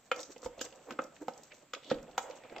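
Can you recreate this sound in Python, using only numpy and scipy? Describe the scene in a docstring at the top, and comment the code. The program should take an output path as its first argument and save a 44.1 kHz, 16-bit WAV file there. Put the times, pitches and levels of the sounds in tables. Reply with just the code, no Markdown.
"""A plastic paddle stirs sticky rice in a cooker's pot, close to the microphone in a small kitchen.
Its knocks on the wall are shaped clicks driving decaying modes and dense echoes of the pot.
Along the bottom it drags with a hollow rub of random slips, with wet blips and a rasp of its edge.
Sticky grains part in filtered crackles and pops; the cooker sways faintly in the low end.
Near reflections, a short room tail and still kitchen air surround the pot."""
import sys
import numpy as np
from scipy import signal
from scipy.fft import rfft, irfft, next_fast_len
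from scipy.io import wavfile
from scipy.ndimage import map_coordinates

SR = 44100
rng = np.random.default_rng(int(sys.argv[2]) if len(sys.argv) > 2 else 0)


def persist_wave(psi):
    """Save psi, clipped to +-1, as 16-bit WAV."""
    counts = np.round(np.clip(psi, -1, 1) * 32767).astype(np.int16)
    wavfile.write(sys.argv[1], SR, np.atleast_2d(counts).T)


N = 114660  # length in samples, 2.6 s

# how hard the steady rubbing goes, before each layer's own gain: time_s, level_db
RUB_COURSE = [(0.0, -64.5), (0.17, -72.5), (0.3, -64.5), (0.43, -63.5), (0.57, -53), (0.69, -57),
              (1.24, -64), (1.35, -57), (1.52, -61.5), (1.77, -73), (1.93, -52.5), (2.06, -55.5),
              (2.45, -53), (2.6, -50)]
# stereo width by frequency: pitch_hz, side_over_mid_db
STEREO_WIDTH = [(100, -28.5), (500, -14), (1200, -11), (2800, -10.5), (5000, -2.5), (8000, -4)]


def amp(db):
    """Decibels to a linear gain."""
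    return 10 ** (np.asarray(db) / 20)


def unit(x):
    """The sound scaled to rms 1."""
    return x / np.sqrt(np.mean(x ** 2) + 1e-20)


def along(points, hz):
    """Values at hz, read from (Hz, value) points on a log axis."""
    point_hz, value = np.transpose(points)
    return np.interp(np.log(hz + 1), np.log(point_hz + 1), value)


def filtered(x, response):
    """The sound with its spectrum multiplied by a response of frequency."""
    n = x.shape[-1]
    padded = next_fast_len(n + 8192)
    spectrum = rfft(x, padded) * response(np.fft.rfftfreq(padded, 1 / SR))
    return irfft(spectrum, padded)[..., :n]


def coloured(x, points):
    """The sound filtered through (Hz, dB) points, at rms 1."""
    return unit(filtered(x, lambda f: amp(along(points, f))))


def hump(hz, octaves):
    """The response of a broad resonance around hz, at half gain this many octaves away."""
    return lambda f: 1 / (1 + (np.log2((f + 1) / hz) / octaves) ** 2)


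def pulse(points, size=2048):
    """A causal, minimum-phase click with the given spectrum, made by folding its cepstrum."""
    cepstrum = irfft(np.log(amp(along(points, np.fft.rfftfreq(size, 1 / SR)))))
    cepstrum[1:size // 2] *= 2
    cepstrum[size // 2 + 1:] = 0
    return irfft(np.exp(rfft(cepstrum)))


def add(track, start_s, sound):
    """Mix a sound into the track at its start time."""
    i = max(0, round(start_s * SR))
    track[i:i + len(sound)] += sound[:max(0, N - i)]


def curve(rows):
    """Gain per sample from (s, dB) rows."""
    return amp(np.interp(np.arange(N) / SR, *np.transpose(rows)))


def swell(middle_s, half_s):
    """A smooth Gaussian rise and fall; half_s is its standard deviation."""
    return np.exp(-.5 * ((np.arange(N) / SR - middle_s) / half_s) ** 2)


def slips(rate, spread_db):
    """Tiny random impulses of uneven size and either sign, on average rate per second."""
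    size = amp(spread_db * np.minimum(rng.exponential(size=N), 3))
    return (rng.random(N) < rate / SR) * size * rng.choice([-1, 1], N)


def clumps(depth_db):
    """A random gain that swells and sinks with the lumps of rice."""
    knots_per_s = 46
    knots = rng.standard_normal(1024)
    smooth = map_coordinates(knots, [np.arange(N) * knots_per_s / SR], mode="wrap")
    return amp(depth_db * smooth)


def still_air():
    """The quiet air of the kitchen, as coloured noise."""
    level_db = -65
    # spectrum of the kitchen air: pitch_hz, gain_db
    air_colour = [(25, -7), (60, -11.5), (150, -1), (300, 0), (550, -14), (1000, -6), (1600, -8.5),
                  (3000, -11), (6000, -19), (7900, -4.5), (12000, -16)]
    return amp(level_db) * coloured(rng.standard_normal(N), air_colour)


def kitchen(x):
    """The room's tail: decaying noise, shorter in the treble, convolved with the sound."""
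    gap_s = 0.0071  # before the tail arrives
    # decay of the small kitchen: pitch_hz, t60_s
    room_decay = [(150, 0.85), (500, 0.35), (2000, 0.32), (8000, 0.28)]
    hz, t, bands = signal.stft(rng.standard_normal(SR // 2), SR, nperseg=256)
    bands = bands * amp(-60 * t / along(room_decay, hz)[:, None])
    tail = signal.istft(bands, SR, nperseg=256)[1]
    tail = np.pad(tail, (round(gap_s * SR), 0))
    return signal.fftconvolve(x, tail / np.linalg.norm(tail))[:N]


def spread(x):
    """Near reflections, as a short noise burst, make the two sides differ, mostly in the treble."""
    t = np.arange(SR // 20) / SR
    walls = rng.standard_normal(len(t)) * amp(-60 * t / .04)
    side = signal.fftconvolve(x, walls / np.linalg.norm(walls))[:N]
    side = filtered(side, lambda f: amp(along(STEREO_WIDTH, f)))
    return np.array([x + side, x - side])


def rocking():
    """The whole cooker rocks after a heavy push: low noise in brief, faint swells."""
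    # sways of the cooker: middle_s, half_s, level_db
    sways = [(.51, 0.012, -57), (1.97, 0.031, -57.5)]
    # spectrum of the sway: pitch_hz, gain_db
    sway_colour = [(15, -15), (32, -9), (55, -10), (90, -38.5), (200, -37.5), (500, -100)]
    push = sum(amp(db) * swell(middle_s, half_s) for middle_s, half_s, db in sways)
    return push * coloured(rng.standard_normal(N), sway_colour)


def scrapes():
    """The paddle's edge skims the wall and rasps: dense slips through a narrow resonance."""
    # skims along the wall: middle_s, half_s, level_db, pitch_hz
    skims = [(0.212, 0.037, -52, 6100), (0.624, 0.011, -47, 6170), (0.616, 0.0063, -42.5, 3130),
             (0.913, 0.013, -57, 2400), (1.52, 0.0093, -56.5, 2320), (1.867, 0.027, -56.5, 3460),
             (1.914, 0.01, -44.5, 3400), (1.915, 0.0065, -38, 1440), (2.224, 0.022, -52, 7650),
             (2.335, 0.053, -64.5, 2870), (2.504, 0.075, -64, 2300)]
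    out = np.zeros(N)
    for middle_s, half_s, db, hz in skims:
        rasp = filtered(slips(rate=4800, spread_db=-4.5), hump(hz, octaves=0.29))
        out += amp(db) * swell(middle_s, half_s) * unit(rasp)
    return out


def squish():
    """Tiny wet air pockets open between the grains, each a brief rising sine blip."""
    gain_db, blips_per_s = -14, 250
    middle_hz, reach_octaves = 2020, 0.76  # pitches lie this far either way
    decay_cycles, rise = 38, 0.087  # cycles to fall 60 dB, phase stretch by then
    out, t = np.zeros(N), np.arange(SR // 30) / SR
    for when, pitch, size in rng.random((int(blips_per_s * N / SR), 3)):
        hz = middle_hz * 2 ** (reach_octaves * (2 * pitch - 1))
        age = t * hz / decay_cycles
        blip = np.sin(2 * np.pi * hz * t * (1 + rise * age))
        add(out, when * N / SR, amp(5.4 * size - 60 * age) * blip)
    return amp(gain_db) * curve(RUB_COURSE) * unit(out)


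def rubbing():
    """Rice slips under the paddle and sounds the hollow of the pot, more so at each shove."""
    # paddle shoving rice along the bottom: middle_s, half_s, level_db, strongest_hz
    shoves = [(0.188, 0.025, -47, 610), (0.301, 0.0095, -51.5, 247), (.467, 0.011, -46.5, 168),
              (0.669, 0.0053, -49.5, 550), (0.745, 0.034, -61.5, 607), (0.89, 0.014, -47.5, 520),
              (0.921, 0.015, -43.5, 310), (1.028, 0.029, -51.5, 530), (1.224, 0.0092, -43.5, 327),
              (1.773, 0.0088, -49, 420), (1.941, 0.038, -46.5, 306), (2.27, 0.052, -48.5, 650),
              (2.528, 0.0061, -43.5, 273)]
    # spectrum of the shoves, ahead of their own resonance: pitch_hz, gain_db
    shove_colour = [(60, -3), (150, -20.5), (240, -15), (290, 2), (390, -9), (520, 2), (700, -6),
                    (1200, -5.5), (1800, -6), (3500, -19), (8000, -5)]
    # spectrum of the steady rub: pitch_hz, gain_db
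    rub_colour = [(60, -13), (150, -7.5), (290, 1.5), (390, 5), (530, 10.5), (700, 8), (950, -0.5),
                  (1300, -5.5), (1750, -28), (2300, -12.5), (3500, -15.5), (8000, -45)]
    gain_db = -4.5  # on top of the rub's course
    rub = coloured(slips(rate=2200, spread_db=2.5), rub_colour)
    out = amp(gain_db) * curve(RUB_COURSE) * clumps(depth_db=3.65) * rub
    drag = coloured(slips(rate=4700, spread_db=3.1), shove_colour)
    for middle_s, half_s, db, hz in shoves:
        hollow = unit(filtered(drag, hump(hz, octaves=0.76)))
        out += amp(db) * swell(middle_s, half_s) * hollow
    return out


def crackle():
    """Sticky grains of three sizes part in a fine clumped crackle, with a few louder noise pops."""
    # course of the wet crackle, before its gain: time_s, level_db
    stick_course = [(0.0, -75), (0.1, -86.5), (0.28, -65), (0.54, -76.5), (0.65, -68.5), (1.0, -76.5),
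                    (1.28, -71), (1.42, -66), (1.58, -78), (1.79, -88), (1.9, -77), (2.2, -81.5),
                    (2.39, -73), (2.6, -84)]
    # spectrum of the crackle: pitch_hz, gain_db
    stick_colour = [(300, 9.5), (1000, 9.5), (2300, -8), (3200, -7), (3700, -6), (4250, -3.5), (4700, -7.5),
                    (5300, -6.5), (5900, 0.5), (7000, 0), (7800, 3.5), (9000, -16.5), (16000, -2)]
    # large, middling and small sticky threads: pitch_hz
    thread_hz = [2220, 4330, 6650]
    # single grains pulling free, before the pop gain: start_s, level_db, pitch_hz
    grain_pops = [(0.144, -44, 4050), (.162, -35.5, 6900), (0.193, -37, 3850), (0.203, -32.5, 6350),
                  (0.2106, -34, 6650), (0.231, -33, 5200), (0.3202, -41, 6000), (.380, -44, 6500),
                  (0.419, -43.5, 6230), (0.593, -38.5, 3100), (.662, -40.5, 2220), (0.726, -44.5, 2460),
                  (.923, -42.5, 3700), (1.0189, -45.5, 6080), (1.039, -38.5, 7000), (1.1648, -45, 2130),
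                  (1.336, -46, 5300), (1.3774, -39.5, 7560), (1.434, -39, 7400), (1.5194, -41, 2290),
                  (1.7488, -31, 2880), (1.8338, -44.5, 3070), (1.8446, -43, 3800), (1.9006, -33, 3500),
                  (1.943, -41, 3200), (1.985, -45, 1970), (2.028, -44, 7500), (2.113, -50.5, 3440),
                  (2.23, -40.5, 7500), (2.31, -40, 3280), (2.437, -43, 2370), (2.498, -43.5, 1950),
                  (2.583, -37, 2820)]
    crackle_gain_db, pop_gain_db, pop_t60_s = 8.5, -3.5, 0.019
    grains = np.zeros(N)
    for hz in thread_hz:
        grains += filtered(slips(rate=740, spread_db=4.5), hump(hz, octaves=0.86))
    fine = coloured(clumps(depth_db=6) * grains, stick_colour)
    out = amp(crackle_gain_db) * curve(stick_course) * fine
    t = np.arange(SR // 20) / SR
    for start_s, db, hz in grain_pops:
        burst = rng.standard_normal(len(t)) * amp(-60 * t / pop_t60_s)
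        pop = filtered(burst, lambda f: hump(hz, octaves=1)(f) ** 2)
        add(out, start_s, amp(db + pop_gain_db) * unit(pop) * np.sqrt(pop_t60_s))
    return out


def noise_tail(t, t60_s, level_db):
    """Decaying noise with little below 910 Hz, its total energy set by level_db."""
    noise = filtered(rng.standard_normal(len(t)), lambda f: f / np.hypot(f, 910))
    noise *= amp(-60 * t / t60_s)
    return noise * amp(level_db) / np.linalg.norm(noise)


def pot_body(t, modes):
    """The pot's answer to a tap: a direct push, dense echoes inside it and its decaying modes."""
    build_s, push_db = 0.00027, -8  # the modes take a moment to build up
    body = noise_tail(t, t60_s=0.047, level_db=-11)
    for hz, db, t60_s in modes:
        decay = amp(-60 * t / t60_s) * (1 - np.exp(-(t / build_s) ** 2))
        mode_hz = hz * (1 + 0.02 * rng.standard_normal())
        phase = .5 * rng.standard_normal()
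        body += 2 * amp(db) * decay / decay.sum() * np.cos(2 * np.pi * mode_hz * t + phase)
    body[0] += amp(push_db)
    return body


def knocks():
    """Each contact, with a short chatter after it, drives the pot's echoes, modes and wall there."""
    # paddle on the pot, levels before the knock gain:
    # start_s, thud_db, hollow_db, clack_db, ring_db, crack_db, wall_hz (pitch of the wall at that spot)
    contacts = [(0.1162, -51, -30.5, -28.5, -15.5, -42, 1300), (0.3632, -55.5, -48, -63.5, -43, -68.5, 864),
                (0.4304, -59, -45.5, -54.5, -57, -60, 1210), (0.461, -48, -32, -45.5, -44.5, -48.5, 933),
                (0.6131, -48, -41.5, -40.5, -39, -31, 1514), (0.908, -41, -67, -37.5, -36, -47.5, 926),
                (0.9907, -41.5, -32.5, -28, -32.5, -58, 1370), (1.2832, -43.5, -37, -34.5, -40, -48, 777),
                (1.7362, -63.5, -46, -38, -26.5, -41, 1250), (1.9150, -26.5, -26, -48.5, -30.5, -52, 794),
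                (2.18, -48, -38, -23.5, -28.5, -32, 740), (2.2995, -75.5, -44.5, -57, -62, -53.5, 560),
                (2.5637, -63.5, -48, -47.5, -35, -58, 774)]
    # centres of thud, hollow, clack, ring and crack: pitch_hz
    register_hz = [240, 510, 1150, 2600, 5600]
    # modes of the rice-filled pot, before a small random detuning: pitch_hz, gain_db, t60_s
    pot_modes = [(165.2, 0, 0.091), (253.6, 4, 0.047), (304.5, 2.5, 0.038), (511.6, 9.5, 0.03),
                 (749, 1, 0.024), (985, -3.5, 0.027), (1269, 1.5, 0.027), (1520, -2.5, 0.078),
                 (2104, -4.5, 0.03), (2935, -10.5, 0.018), (3405, -7, 0.022), (4420, -17.5, 0.09),
                 (5114, -0.5, 0.013), (6690, 10, .04), (7250, 6, 0.019)]
    knock_gain_db, wall_db, wall_t60_s = 20.5, 6, 0.013
    lead_s, lead_db = 0.002015, -20.5  # the edge touches just before the full blow
    out, t = np.zeros(N), np.arange(SR // 4) / SR
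    for start_s, *levels, wall_hz in contacts:
        colour = [(hz, db - 10 * np.log10(hz / SR)) for hz, db in zip(register_hz, levels)]
        thud_db, crack_db = colour[0][1], colour[-1][1]
        low_end = [(50, thud_db - 24), (135, thud_db - 10)]
        force = amp(knock_gain_db) * pulse(low_end + colour + [(16000, crack_db - 5)])
        chatter = noise_tail(t, t60_s=.05, level_db=-7.5)
        chatter[0] = 1  # the blow itself
        body = pot_body(t, pot_modes + [(wall_hz, wall_db, wall_t60_s)])
        struck = signal.fftconvolve(body, chatter)
        add(out, start_s, signal.fftconvolve(struck, force))
        add(out, start_s - lead_s, amp(lead_db) * force)
    return out


def scene():
    """All sounds of the pot, with the room's tail and still air around them."""
    room_db, left_db = -12.5, -.75  # the right side gets the opposite of left_db
    pot = rocking() + scrapes() + squish() + rubbing() + crackle() + knocks()
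    mid, side = [amp(room_db) * kitchen(pot) + still_air() for _ in range(2)]
    # the surroundings are 3 dB wider than the pot, their side gain never above 0 dB
    side = filtered(side, lambda f: amp(np.minimum(along(STEREO_WIDTH, f) + 3, 0)))
    around = np.array([mid + side, mid - side])
    return (spread(pot) + around) * amp([[left_db], [-left_db]])


def record(dry):
    """The overall tone: full up to 8 kHz, a steep drop above, a narrow band near 14.5 kHz, no more past 16."""
    # overall tone curve: pitch_hz, gain_db
    tone_curve = [(20, 3), (7900, -2), (8350, -37), (13600, -17), (14500, 0.5), (15400, -23)]
    top_hz = 16000
    return filtered(dry, lambda f: amp(along(tone_curve, f)) * (f < top_hz))


dry = scene()
out = record(dry)
persist_wave(out)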